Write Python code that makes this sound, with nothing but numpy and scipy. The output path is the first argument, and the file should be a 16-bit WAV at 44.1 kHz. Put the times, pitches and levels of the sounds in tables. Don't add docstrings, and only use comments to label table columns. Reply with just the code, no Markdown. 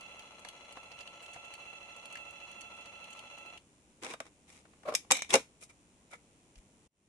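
import sys
import numpy as np
from scipy import signal
from scipy.fft import rfft, irfft, next_fast_len
from scipy.io import wavfile
from scipy.ndimage import map_coordinates

SR = 44100
rng = np.random.default_rng(int(sys.argv[2]) if len(sys.argv) > 2 else 0)


def master_out(mix):
    frames = np.transpose(np.atleast_2d(mix))
    ceiling = np.clip(frames, -1, 1)
    pcm = np.round(ceiling * 32767).astype(np.int16)
    wavfile.write(sys.argv[1], SR, pcm)


N = 312228
T = np.arange(N) / SR
FEED_STOP_S, TOP_HZ = 3.562, 12200


def undb(db):
    return 10 ** (np.asarray(db) / 20)


def unit(x):
    return x / np.sqrt(np.mean(x ** 2))


def add(out, s, sound):
    start = max(int(s * SR), 0)
    out[:, start:start + sound.shape[-1]] += sound[:, :N - start]


def walk(rate, size=N):
    steps = np.arange(size) * rate / SR
    return np.interp(steps, np.arange(size), rng.standard_normal(size)) * np.sqrt(3 / 2)


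def octaves(size):
    return np.log2(np.maximum(np.fft.rfftfreq(size, 1 / SR), 10))


def shape_db(points, size):
    hz, db = np.transpose(points)
    return np.interp(octaves(size), np.log2(hz), db)


def colour(x, points, tilt_db=0):
    size = 2 * next_fast_len(x.shape[-1] // 2 + 1024)
    above_top = octaves(size) - np.log2(TOP_HZ)
    top_cut_db = 100 * np.clip(above_top + .08, 0, .6)
    gain = unit(undb(shape_db(points, size) + tilt_db * np.maximum(above_top, -4) - top_cut_db))
    cepstrum = irfft(np.log(gain))
    cepstrum[1:size // 2] *= 2
    cepstrum[size // 2 + 1:] = 0
    return irfft(rfft(x, size) * np.exp(rfft(cepstrum)))[..., :x.shape[-1]]


def resonate(x, peaks):
    size = 2 * next_fast_len(x.shape[-1] // 2 + 2048)
    f = np.maximum(np.fft.rfftfreq(size, 1 / SR), 1)
    gain = sum(undb(db) / (1 + 1j * (f - hz * hz / f) / (2 * width)) ** 2 for hz, width, db in peaks)
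    return irfft(rfft(x, size) * gain / np.sqrt(np.mean(abs(gain) ** 2)))[..., :x.shape[-1]]


def ring(modes, size=8192, tilt_db=0):
    out, t = 0, T[:size]
    for k, (hz, db, t60) in enumerate(modes):
        strength_db, detune, lag = rng.standard_normal(3)
        mic_phase = np.array([[1], [-1]]) * lag * min((hz / 1300) ** 2, 1)
        wave = np.sin(2 * np.pi * hz * (1 + .002 * detune) * t + mic_phase)
        gain = undb(db + strength_db + tilt_db * np.log2(hz / 3500))
        out = out + (-1) ** k * gain * wave * np.exp(-np.log(1000) * t / t60)
    return out


# f/Hz, level/dB
STEREO_WIDTH = [(30, -4), (130, -15), (550, -15), (850, -8), (1150, 1), (2000, 0), (12000, 0)]
def noise(size):
    full = 2 * next_fast_len(size // 2 + 1)
    mid, side = rfft(rng.standard_normal((2, full)))
    width = undb(shape_db(STEREO_WIDTH, full))
    return irfft(np.array([mid + width * side, mid - width * side]) / np.sqrt(1 + width ** 2))[:, :size]


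def grains(spread_db, rate, size=N):
    return unit(noise(size) * undb(spread_db * walk(rate, size)))


def burst(decay_s, size=8192, rise_s=.00028):
    fade = (1 - np.exp(-T[:size] / rise_s)) * np.exp(-(T[:size] / decay_s) ** 1.2)
    return unit(noise(size) * fade) * np.sqrt(np.mean(fade ** 2))


# f/Hz, level/dB
ROOM_TONE = [(20, -18.5), (65, -5.5), (110, -9), (200, -6.5), (330, -9), (480, -14), (780, -18.5),
             (1100, -20.5), (1700, -25), (2500, -21), (4500, -29.5), (7000, -27.5), (11000, -32),
             (11900, -46)]
MAINS_BUZZ = [(1000, -34), (4600, -19), (5700, -5.5), (6900, 0), (8000, -5), (9300, -3.5), (11200, -19),
              (11900, -38)]
def workshop(air_db=-66, buzz_db=-74, hum_db=-80, mains_hz=50):
    mains = 2 * np.pi * mains_hz * T
    hum = np.sin(4 * mains) + np.sin(6 * mains)
    tick = burst(.0037, size=SR // (2 * mains_hz))
    buzz = unit(colour(np.tile(tick, N // tick.shape[1] + 1)[:, :N], MAINS_BUZZ))
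    air = colour(noise(N), ROOM_TONE) * undb(air_db + walk(1.6))
    return air + undb(hum_db) * hum + undb(buzz_db) * buzz


MESH_HZ, TEETH = 1335.9, 100
def motor(wow=.001404, flutter=.002, loosest_s=2.249, coast_s=.02):
    teeth = np.cumsum(MESH_HZ * (1 + wow * walk(5.4) + flutter * walk(90))) / SR
    turn = (teeth - np.interp(loosest_s, T, teeth)) / TEETH
    running = np.exp(-np.maximum(T - FEED_STOP_S, 0) / coast_s)
    return running * (whine(teeth, turn) + rattle(turn) + burrs(turn))


# f/Hz, left level/dB, right level/dB, throb depth
GEAR_TONES = [(199.6, -81, -81, .2), (560.9, -70.5, -70.5, .9), (572, -70, -70, .9), (680, -75, -75, 1),
              (708.3, -71.5, -71.5, .6), (840, -72, -72, .7), (855, -68.5, -68.5, .8),
              (1335.9, -61, -62.5, .25), (2003.8, -71, -79, .4), (2671.8, -63, -49.8, 1),
              (3045.9, -71, -71, .8), (3139.4, -72, -72, .8), (3379.8, -68.5, -65, .6),
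              (4087.9, -70.5, -79, .9), (6412, -81, -76, 1.2), (6947, -84, -75, 1.2)]
# t/s, level/dB
TAPE_PULL = [(0, -4), (.06, -1), (.19, -2), (.3, -9.5), (.66, -9.5), (.82, -4), (1.15, -2.5), (1.45, 0),
             (2.2, 1), (2.8, .5), (3.2, -.5), (3.53, .5), (3.58, -7)]
def whine(teeth, turn, drag_rad=.7, play_rad=.22, waver_db=1.7, sway_db=1.5):
    slack = .36 * np.cos(2 * np.pi * turn) + .14 * np.cos(4 * np.pi * turn)
    pull_db = np.interp(T, *np.transpose(TAPE_PULL))
    out = np.zeros((2, N))
    for hz, left_db, right_db, depth in GEAR_TONES:
        height = hz / (2 * MESH_HZ)
        angle = 2 * np.pi * (turn + rng.random())
        throb = 1 + depth * (.26 * np.cos(3 * angle) + .15 * np.cos(6 * angle) - slack)
        drag = drag_rad * height * (np.sin(3 * angle) - np.sin(6 * angle) / 2)
        phase = 2 * np.pi * teeth * hz / MESH_HZ + drag + play_rad * depth * walk(22)
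        lag_rad = min(hz / 1300, 2.2)
        mics = np.array([undb(left_db) * np.sin(phase), undb(right_db) * np.sin(phase - lag_rad)])
        load = undb(pull_db * min(height, 1))
        waver = undb(waver_db * walk(200) + sway_db * walk(14))
        out += np.sqrt(2) * load * mics * unit(throb * waver)
    return out


# f/Hz, level/dB
RATTLE_LEFT = [(100, -36.5), (350, -4), (600, 1), (900, 1), (1150, -0.5), (1400, 0), (1560, -8.5),
               (1830, -15), (2050, 1), (2850, -0.5), (3200, -9), (3420, 1.5), (3560, -53), (3750, -13),
               (4100, 2.5), (4400, -22), (5200, -19), (6300, -8), (7200, -25), (9000, -19), (11300, -21),
               (11900, -44)]
RATTLE_RIGHT = [(100, -42), (350, -6), (600, 2), (900, 2.5), (1150, -0.5), (1400, -0.5), (1600, -22),
                (1850, -13), (2200, -9), (2550, 0), (2850, -1.5), (3200, -8), (3420, 2.5), (3560, -36),
                (4100, -10), (5000, -26), (6500, -10.5), (8000, -37), (11300, -30), (11900, -47)]
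def rattle(turn, left_db=-56.5, right_db=-59, repeat_share=.55, swell_db=1.4):
    size = int(SR * TEETH / MESH_HZ)
    one_turn = grains(3.9, 696, size)
    repeating = np.array([map_coordinates(mic, [turn % 1 * size], mode="grid-wrap") for mic in one_turn])
    strikes = np.sqrt(repeat_share) * repeating + np.sqrt(1 - repeat_share) * grains(3.1, 150)
    left, right = strikes * undb(swell_db * np.sin(2 * np.pi * turn))
    return np.array([undb(left_db) * colour(left, RATTLE_LEFT),
                     undb(right_db) * colour(right, RATTLE_RIGHT)])


# f/Hz, width/Hz, level/dB
GEARBOX = [(1735, 59, -5), (2074, 78, 0), (2895, 114, 3), (3360, 42, 4), (4060, 68, 0), (4480, 55, -8),
           (5400, 41, -13), (5670, 55, -8), (5990, 96, -4), (6950, 71, -5)]
def burrs(turn, per_second=170, db=-62.5, spread_db=4):
    chance = per_second / SR * (1 + .8 * np.cos(6 * np.pi * turn))
    knocks = (rng.random(N) < chance) * undb(spread_db * np.clip(rng.standard_normal(N), -2, 1.5))
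    return undb(db) * resonate(unit(knocks * rng.choice([-1, 1], (2, N))), GEARBOX)


# f/Hz, level/dB
CRACKLE = [(300, 2), (1500, 5.5), (2400, 11), (3000, 15.5), (3600, -0.5), (4300, 2), (5200, -1),
           (6500, 2.5), (8500, -4), (11200, -3), (12000, -17.5)]
# f/Hz, level/dB, t60/s
TAPE_MODES = [(2900, -1, 0.035), (3100, 0, 0.043), (4440, 0, 0.081), (6300, 2, 0.017)]
# t/s, level/dB, tilt/(dB per octave), ping f/Hz, ping against tick/dB, decay/s
TAPE_TICKS = [(.008, -45, 6, 2800, -10, 0.0042), (.193, -42, 3.5, 2970, -4, 0.0041),
              (.392, -54, 7, 6500, -9, .0086), (.4475, -38, 0.5, 1880, -2, 0.0032),
              (.4855, -38, 4, 3280, -3.5, 0.0046), (.7235, -45, 3.5, 6840, -10, 0.0058),
              (.9156, -46.5, -2.5, 4270, -2.5, .0067), (.9884, -44.5, 1, 3000, -2, 0.0042),
              (1.006, -43, 1.5, 4200, -4, .0063), (1.074, -39.5, -0.5, 2900, -2, 0.0033),
              (1.222, -52, -0.5, 8500, -5.5, 0.026), (1.2611, -45.5, 3.5, 2970, -2, 0.0043),
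              (1.332, -49, 5, 6200, -7, .013), (1.343, -47, -1, 1830, -4, .0063),
              (1.358, -48, -7, 600, -4, .0083), (1.45, -47, 2, 6500, -8, .0055),
              (1.538, -37.5, 1.5, 8800, -4, 0.0038), (1.9634, -49.5, 8, 6800, -5, .0047),
              (2.055, -43, 7, 2920, -2, 0.0043), (2.125, -44.5, 5.5, 6500, -9, .0054),
              (2.154, -39.5, 0.5, 1770, 1, 0.0045), (2.17, -45, 1, 2120, 0, .0053),
              (2.307, -51.5, 7.5, 6400, -6, .005), (2.5133, -47.5, 5, 6400, -6, 0.0043),
              (2.608, -39.5, 3.5, 6150, -4, 0.0033), (2.615, -39.5, 3, 6100, -5, .0035),
              (2.8567, -45, 1, 3060, -7, .005), (3.041, -48, 5, 2950, -2, .004),
              (3.1035, -50, 4, 6460, -9, 0.0091), (3.129, -45, 3.5, 6340, -5, 0.0065),
              (3.1909, -42, 4.5, 2920, 0, 0.0038), (3.381, -49, 3.5, 6500, -7, 0.0056),
              (3.5741, -45, 1, 2830, -4, .0048), (6.555, -53.5, 1, 4500, -4, .005)]
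def tape(peel_db=-71, ring_db=-17, crackle_db=-1, faint_count=8, ping_width=.17):
    peel = unit(noise(N) * undb(1.6 * walk(45) + 4.7 * walk(730)))
    out = colour(peel, CRACKLE) * undb(peel_db) * (T < FEED_STOP_S)
    faint_ticks = [(FEED_STOP_S * when, -55 + 2 * force, 6, 3000 * 3 ** pitch, -5, .0037)
                   for when, force, pitch in rng.random((faint_count, 3))]
    for s, db, tilt_db, hz, ping_db, decay_s in list(TAPE_TICKS) + faint_ticks:
        release = burst(decay_s, size=4096, rise_s=.0014)
        tick = undb(crackle_db) * colour(release, CRACKLE, tilt_db)
        ping = undb(ping_db) * resonate(release, [(hz, ping_width * hz, 0)])
        add(out, s, undb(db) * (tick + ping + undb(ring_db) * ring(TAPE_MODES, size=4096)))
    return out


# f/Hz, level/dB, t60/s
CASE_MODES = [(140, -30, .13), (226, -13, .17), (262, -19, .11), (289, -14, .12), (400, -17, .09),
              (455, -9, .1), (529, 0, .08), (583, -7, .07), (682, -4, .06), (760, -10, .05), (850, -8, .05),
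              (985, -8, .06), (1512, -17, .07), (2190, -8, .05), (2810, -12, .07), (3790, -11, .05)]
CUTTER_MODES = [(2190, -3, .06), (2350, -1, .08), (2440, -4, .07), (3010, -3, .06), (3250, -8, .07),
                (3640, -2, .09), (3810, -2, .07), (5330, -1, .04), (5766, -1, .04), (6410, 3, .04),
                (6900, -3, .04), (7550, 3, .04), (7790, 3, .045), (8650, -3, .04)]
# f/Hz, level/dB
KNOCK = [(40, -28), (100, -13), (165, -16.5), (240, -5), (350, -11.5), (600, -1.5), (850, 0), (1300, -3),
         (2500, -11.5), (5000, -25), (12000, -44)]
SNAP = [(150, -24), (700, -11.5), (1400, -9), (2300, 1.5), (3100, -1), (3800, -1), (4400, -5.5), (5400, 1),
        (7000, -0.5), (8000, -4), (9500, -1.5), (12000, -10.5)]
def strike(knock_db, snap_db, tilt_db, decay_s, hollow_db):
    body = undb(hollow_db) * ring(CASE_MODES) + colour(burst(2 * decay_s), KNOCK)
    ring_db = -21 + np.interp(snap_db, [-25, -15], [3.5, 0])
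    snap = colour(burst(decay_s), SNAP, tilt_db) + undb(ring_db) * ring(CUTTER_MODES, tilt_db=tilt_db)
    return undb(knock_db) * body + undb(snap_db) * snap


# t/s, knock level/dB, snap level/dB
TAPS = [(0.4495, -44.5, -50), (0.7704, -40, -58), (1.361, -46, -60), (4.0345, -45, -43),
        (4.0459, -45, -35.5), (4.108, -52, -44), (4.137, -38, -39.5), (4.2024, -36, -35.5),
        (4.6528, -54.5, -74), (4.7333, -57.5, -73), (4.8327, -53.5, -59), (5.0478, -58, -75),
        (6.134, -53.5, -56.5)]
def taps():
    out = np.zeros((2, N))
    for s, knock_db, snap_db in TAPS:
        add(out, s, strike(knock_db, snap_db, tilt_db=-3, decay_s=.0034, hollow_db=-12))
    return out


# f/Hz, level/dB
FRICTION = [(60, -29), (150, -13), (350, -2.5), (600, -12), (950, -2), (1600, -10.5), (2400, -3.5),
            (2950, -12.5), (3800, -11), (4400, -19.5), (5300, -13.5), (9200, -18), (11200, -27),
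            (12000, -38)]
# t/s, length/s, level/dB, tilt/(dB per octave)
RUBS = [(4.015, 0.08, -43.5, 0.5), (4.077, 0.078, -44, 0.5), (4.245, 0.044, -55.5, 0),
        (4.468, 0.16, -59.5, 3.5), (5.122, 0.067, -44, 8), (5.289, 0.042, -39, 2.5),
        (5.319, 0.048, -27, 0.5), (5.604, 0.065, -53.5, 8.5), (5.686, 0.032, -60, 6),
        (6.1, 0.07, -58.5, 6.5), (6.565, 0.031, -63.5, 4.5)]
def rubs(land_s=.019, case_db=-13):
    out = np.zeros((2, N))
    for s, length_s, db, tilt_db in RUBS:
        size = int(length_s * SR)
        pressure = np.minimum(T[:size] / land_s, 1) * (1 - np.linspace(0, 1, size) ** 3)
        add(out, s, undb(db) * colour(grains(4, 700, size), FRICTION, tilt_db) * pressure)
    case = ring(CASE_MODES, tilt_db=2)
    case /= np.sqrt(np.sum(case ** 2))
    return out + undb(case_db) * signal.fftconvolve(out, case, axes=1)[:, :N]


# f/Hz, width/Hz, level/dB
SHELL = [(495, 125, -0.5), (975, 92, -3), (1307, 80, 4.5), (1733, 46, -5), (2110, 77, 2), (2220, 57, -5),
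         (3040, 120, -10), (3600, 210, -11.5)]
# t/s, length/s, shell level/dB, panel f/Hz, panel level/dB
SCUFFS = [(4.033, .035, -50.5, 2310, -54), (4.093, 0.033, -51, 2400, -47), (5.608, 0.031, -61.5, 2396, -60),
          (5.692, .022, -62, 2300, -60.5), (6.107, .048, -49, 2240, -57)]
def scuffs(panel_width=.045, size=8192):
    out = np.zeros((2, N))
    for s, length_s, shell_db, hz, panel_db in SCUFFS:
        progress = np.clip(T[:size] / length_s, 0, 1)
        scrape = grains(3, 300.3, size) * np.sqrt(np.abs(np.sin(np.pi * progress ** 1.17)))
        panel = resonate(scrape, [(hz, panel_width * hz, 0)])
        add(out, s, undb(shell_db) * resonate(scrape, SHELL) + undb(panel_db) * panel)
    return out


# t/s, level/dB, f/Hz
CREAK = [(4.852, -60, 560), (4.86, -43, 600), (4.87, -46, 600), (4.88, -39, 620), (4.889, -32, 630),
         (4.902, -37, 620), (4.912, -44, 620), (4.921, -47, 620), (4.925, -35.5, 660), (4.934, -47, 600),
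         (4.942, -37, 550), (4.948, -48, 540), (4.958, -54, 520)]
# f/Hz, level/dB
PIVOT_SCRAPE = [(60, -36.5), (200, -12), (450, -5), (620, 0.5), (830, -8), (1100, -2), (1450, -8.5),
                (1800, -18), (2300, -12), (3100, -21), (9000, -33.5)]
def creak(squeal_db=-2.5, overtone_db=-15, scrape_db=-3, jitter=.07, flicker_db=1.8):
    s, db, hz = np.transpose(CREAK)
    force = np.interp(T, s, undb(db), left=0, right=0)
    phase = 2 * np.pi * np.cumsum(np.interp(T, s, hz) * (1 + jitter * walk(400))) / SR
    tone = np.sin(phase) + undb(overtone_db) * np.sin(2 * phase)
    squeal = unit(tone * undb(flicker_db * walk(250)))
    scrape = colour(unit(noise(N) * (1 + np.cos(phase))), PIVOT_SCRAPE)
    return force * (undb(squeal_db) * squeal + undb(scrape_db) * scrape)


# t/s, snap level/dB, knock level/dB, tilt/(dB per octave), decay/s,
# ping f/Hz, ping against snap/dB
CUTTER_SNAPS = [(4.9392, -42, -49, -0.5, 0.009, 5300, -10), (4.9504, -18, -54, 1.5, 0.0029, 5320, -1),
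                (4.9534, -24, -54, 1, 0.003, 6800, -4), (5.105, -26, -39, -6, .0067, 2300, -8),
                (5.111, -13.5, -20, -1.5, .0023, 6400, -7), (5.1183, -10, -23.5, 0, .002, 7660, -2),
                (5.122, -14.5, -28, 0, .0015, 6400, -2), (5.1537, -33, -50, -3, 0.0028, 2350, 0),
                (5.168, -33, -44.5, 0, .0056, 2343, -9), (5.1905, -39, -52, -3.5, 0.0048, 2340, 0),
                (5.2207, -26, -48, -3, 0.0026, 2400, -1), (5.245, -50, -62, -3.5, .006, 2350, 0),
                (5.304, -31, -43, -2.5, .007, 3300, -4), (5.3337, -27, -40, 1, .005, 2804, -5)]
def cutter(ping_width=.06):
    out = np.zeros((2, N))
    for s, snap_db, knock_db, tilt_db, decay_s, hz, ping_db in CUTTER_SNAPS:
        ping = undb(snap_db + ping_db) * resonate(burst(decay_s), [(hz, ping_width * hz, 0)])
        add(out, s, strike(knock_db, snap_db, tilt_db, decay_s, hollow_db=-13.5) + ping)
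    return out


# f/Hz, width/Hz, level/dB
GUIDE = [(2150, 70, -3), (2360, 90, 0), (3000, 110, -7), (3640, 70, -3), (3980, 120, -7), (5800, 150, -7),
         (6200, 150, -9)]
def blade_chatter(at_s=5.124, db=-40, fade_s=.09, size=8192):
    chatter = grains(3, 200, size) * np.exp(-(T[:size] / fade_s) ** 2)
    out = np.zeros((2, N))
    add(out, at_s, undb(db) * resonate(chatter, GUIDE))
    return out


def clack(at_s=5.3395, hit_db=-17.5, bounce_s=.015, bounce_db=-24, guide_db=-33.5):
    out = np.zeros((2, N))
    for s, db in ((at_s, hit_db), (at_s + bounce_s, bounce_db)):
        add(out, s, strike(db, snap_db=db + 5, tilt_db=-.5, decay_s=.0043, hollow_db=1))
    add(out, at_s, undb(guide_db) * resonate(burst(.023), GUIDE))
    return out


def bump(at_s=6.586, hz=42, db=-50, width_s=.012):
    t = T - at_s
    return undb(db) * np.exp(-(t / width_s) ** 2 / 2) * np.sin(2 * np.pi * hz * t)


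def dip(at_s=6.868, fall_s=.012, hold_s=.012, rise_s=.39, floor_db=-31):
    fall = (at_s + fall_s - T) / fall_s
    rise = (T - at_s - fall_s - hold_s) / rise_s
    return np.clip(np.maximum(fall, rise), undb(floor_db), 1)


def room(x, wet_db=-13, low_t60=.089, high_t60=.19, split_hz=1200, gap_s=.00048, size=16384):
    t, echoes = T[:size], noise(size)
    low = signal.sosfilt(signal.butter(2, split_hz, fs=SR, output="sos"), echoes)
    high = signal.sosfilt(signal.butter(2, split_hz, "high", fs=SR, output="sos"), echoes)
    tail = low * np.exp(-np.log(1000) * t / low_t60) - high * np.exp(-np.log(1000) * t / high_t60)
    tail = unit(tail * np.clip(t / gap_s - 1, 0, 1)) / np.sqrt(size)
    return x + undb(wet_db) * signal.fftconvolve(x, tail, axes=1)[:, :N]


def scene():
    handling = taps() + rubs() + creak() + cutter() + blade_chatter() + clack() + scuffs()
    return (motor() + room(tape() + handling) + bump() + workshop()) * dip()


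# f/Hz, left minus right level/dB
MIC_BALANCE = [(3000, 1), (4000, -0.5), (5500, -0.5), (6700, -4.5), (7900, 5.5), (9200, 6), (10300, -0.5)]
def record(dry, ceiling=.85):
    size = 2 * next_fast_len(N // 2 + 1)
    lean_db = np.array([[1], [-1]]) * shape_db(MIC_BALANCE, size) / 2
    heard = irfft(rfft(dry, size) * undb(lean_db))[:, :N]
    rounded = ceiling * np.tanh(heard / ceiling)
    return signal.sosfilt(signal.ellip(8, .2, 70, TOP_HZ, fs=SR, output="sos"), rounded)


dry = scene()
out = record(dry)
master_out(out)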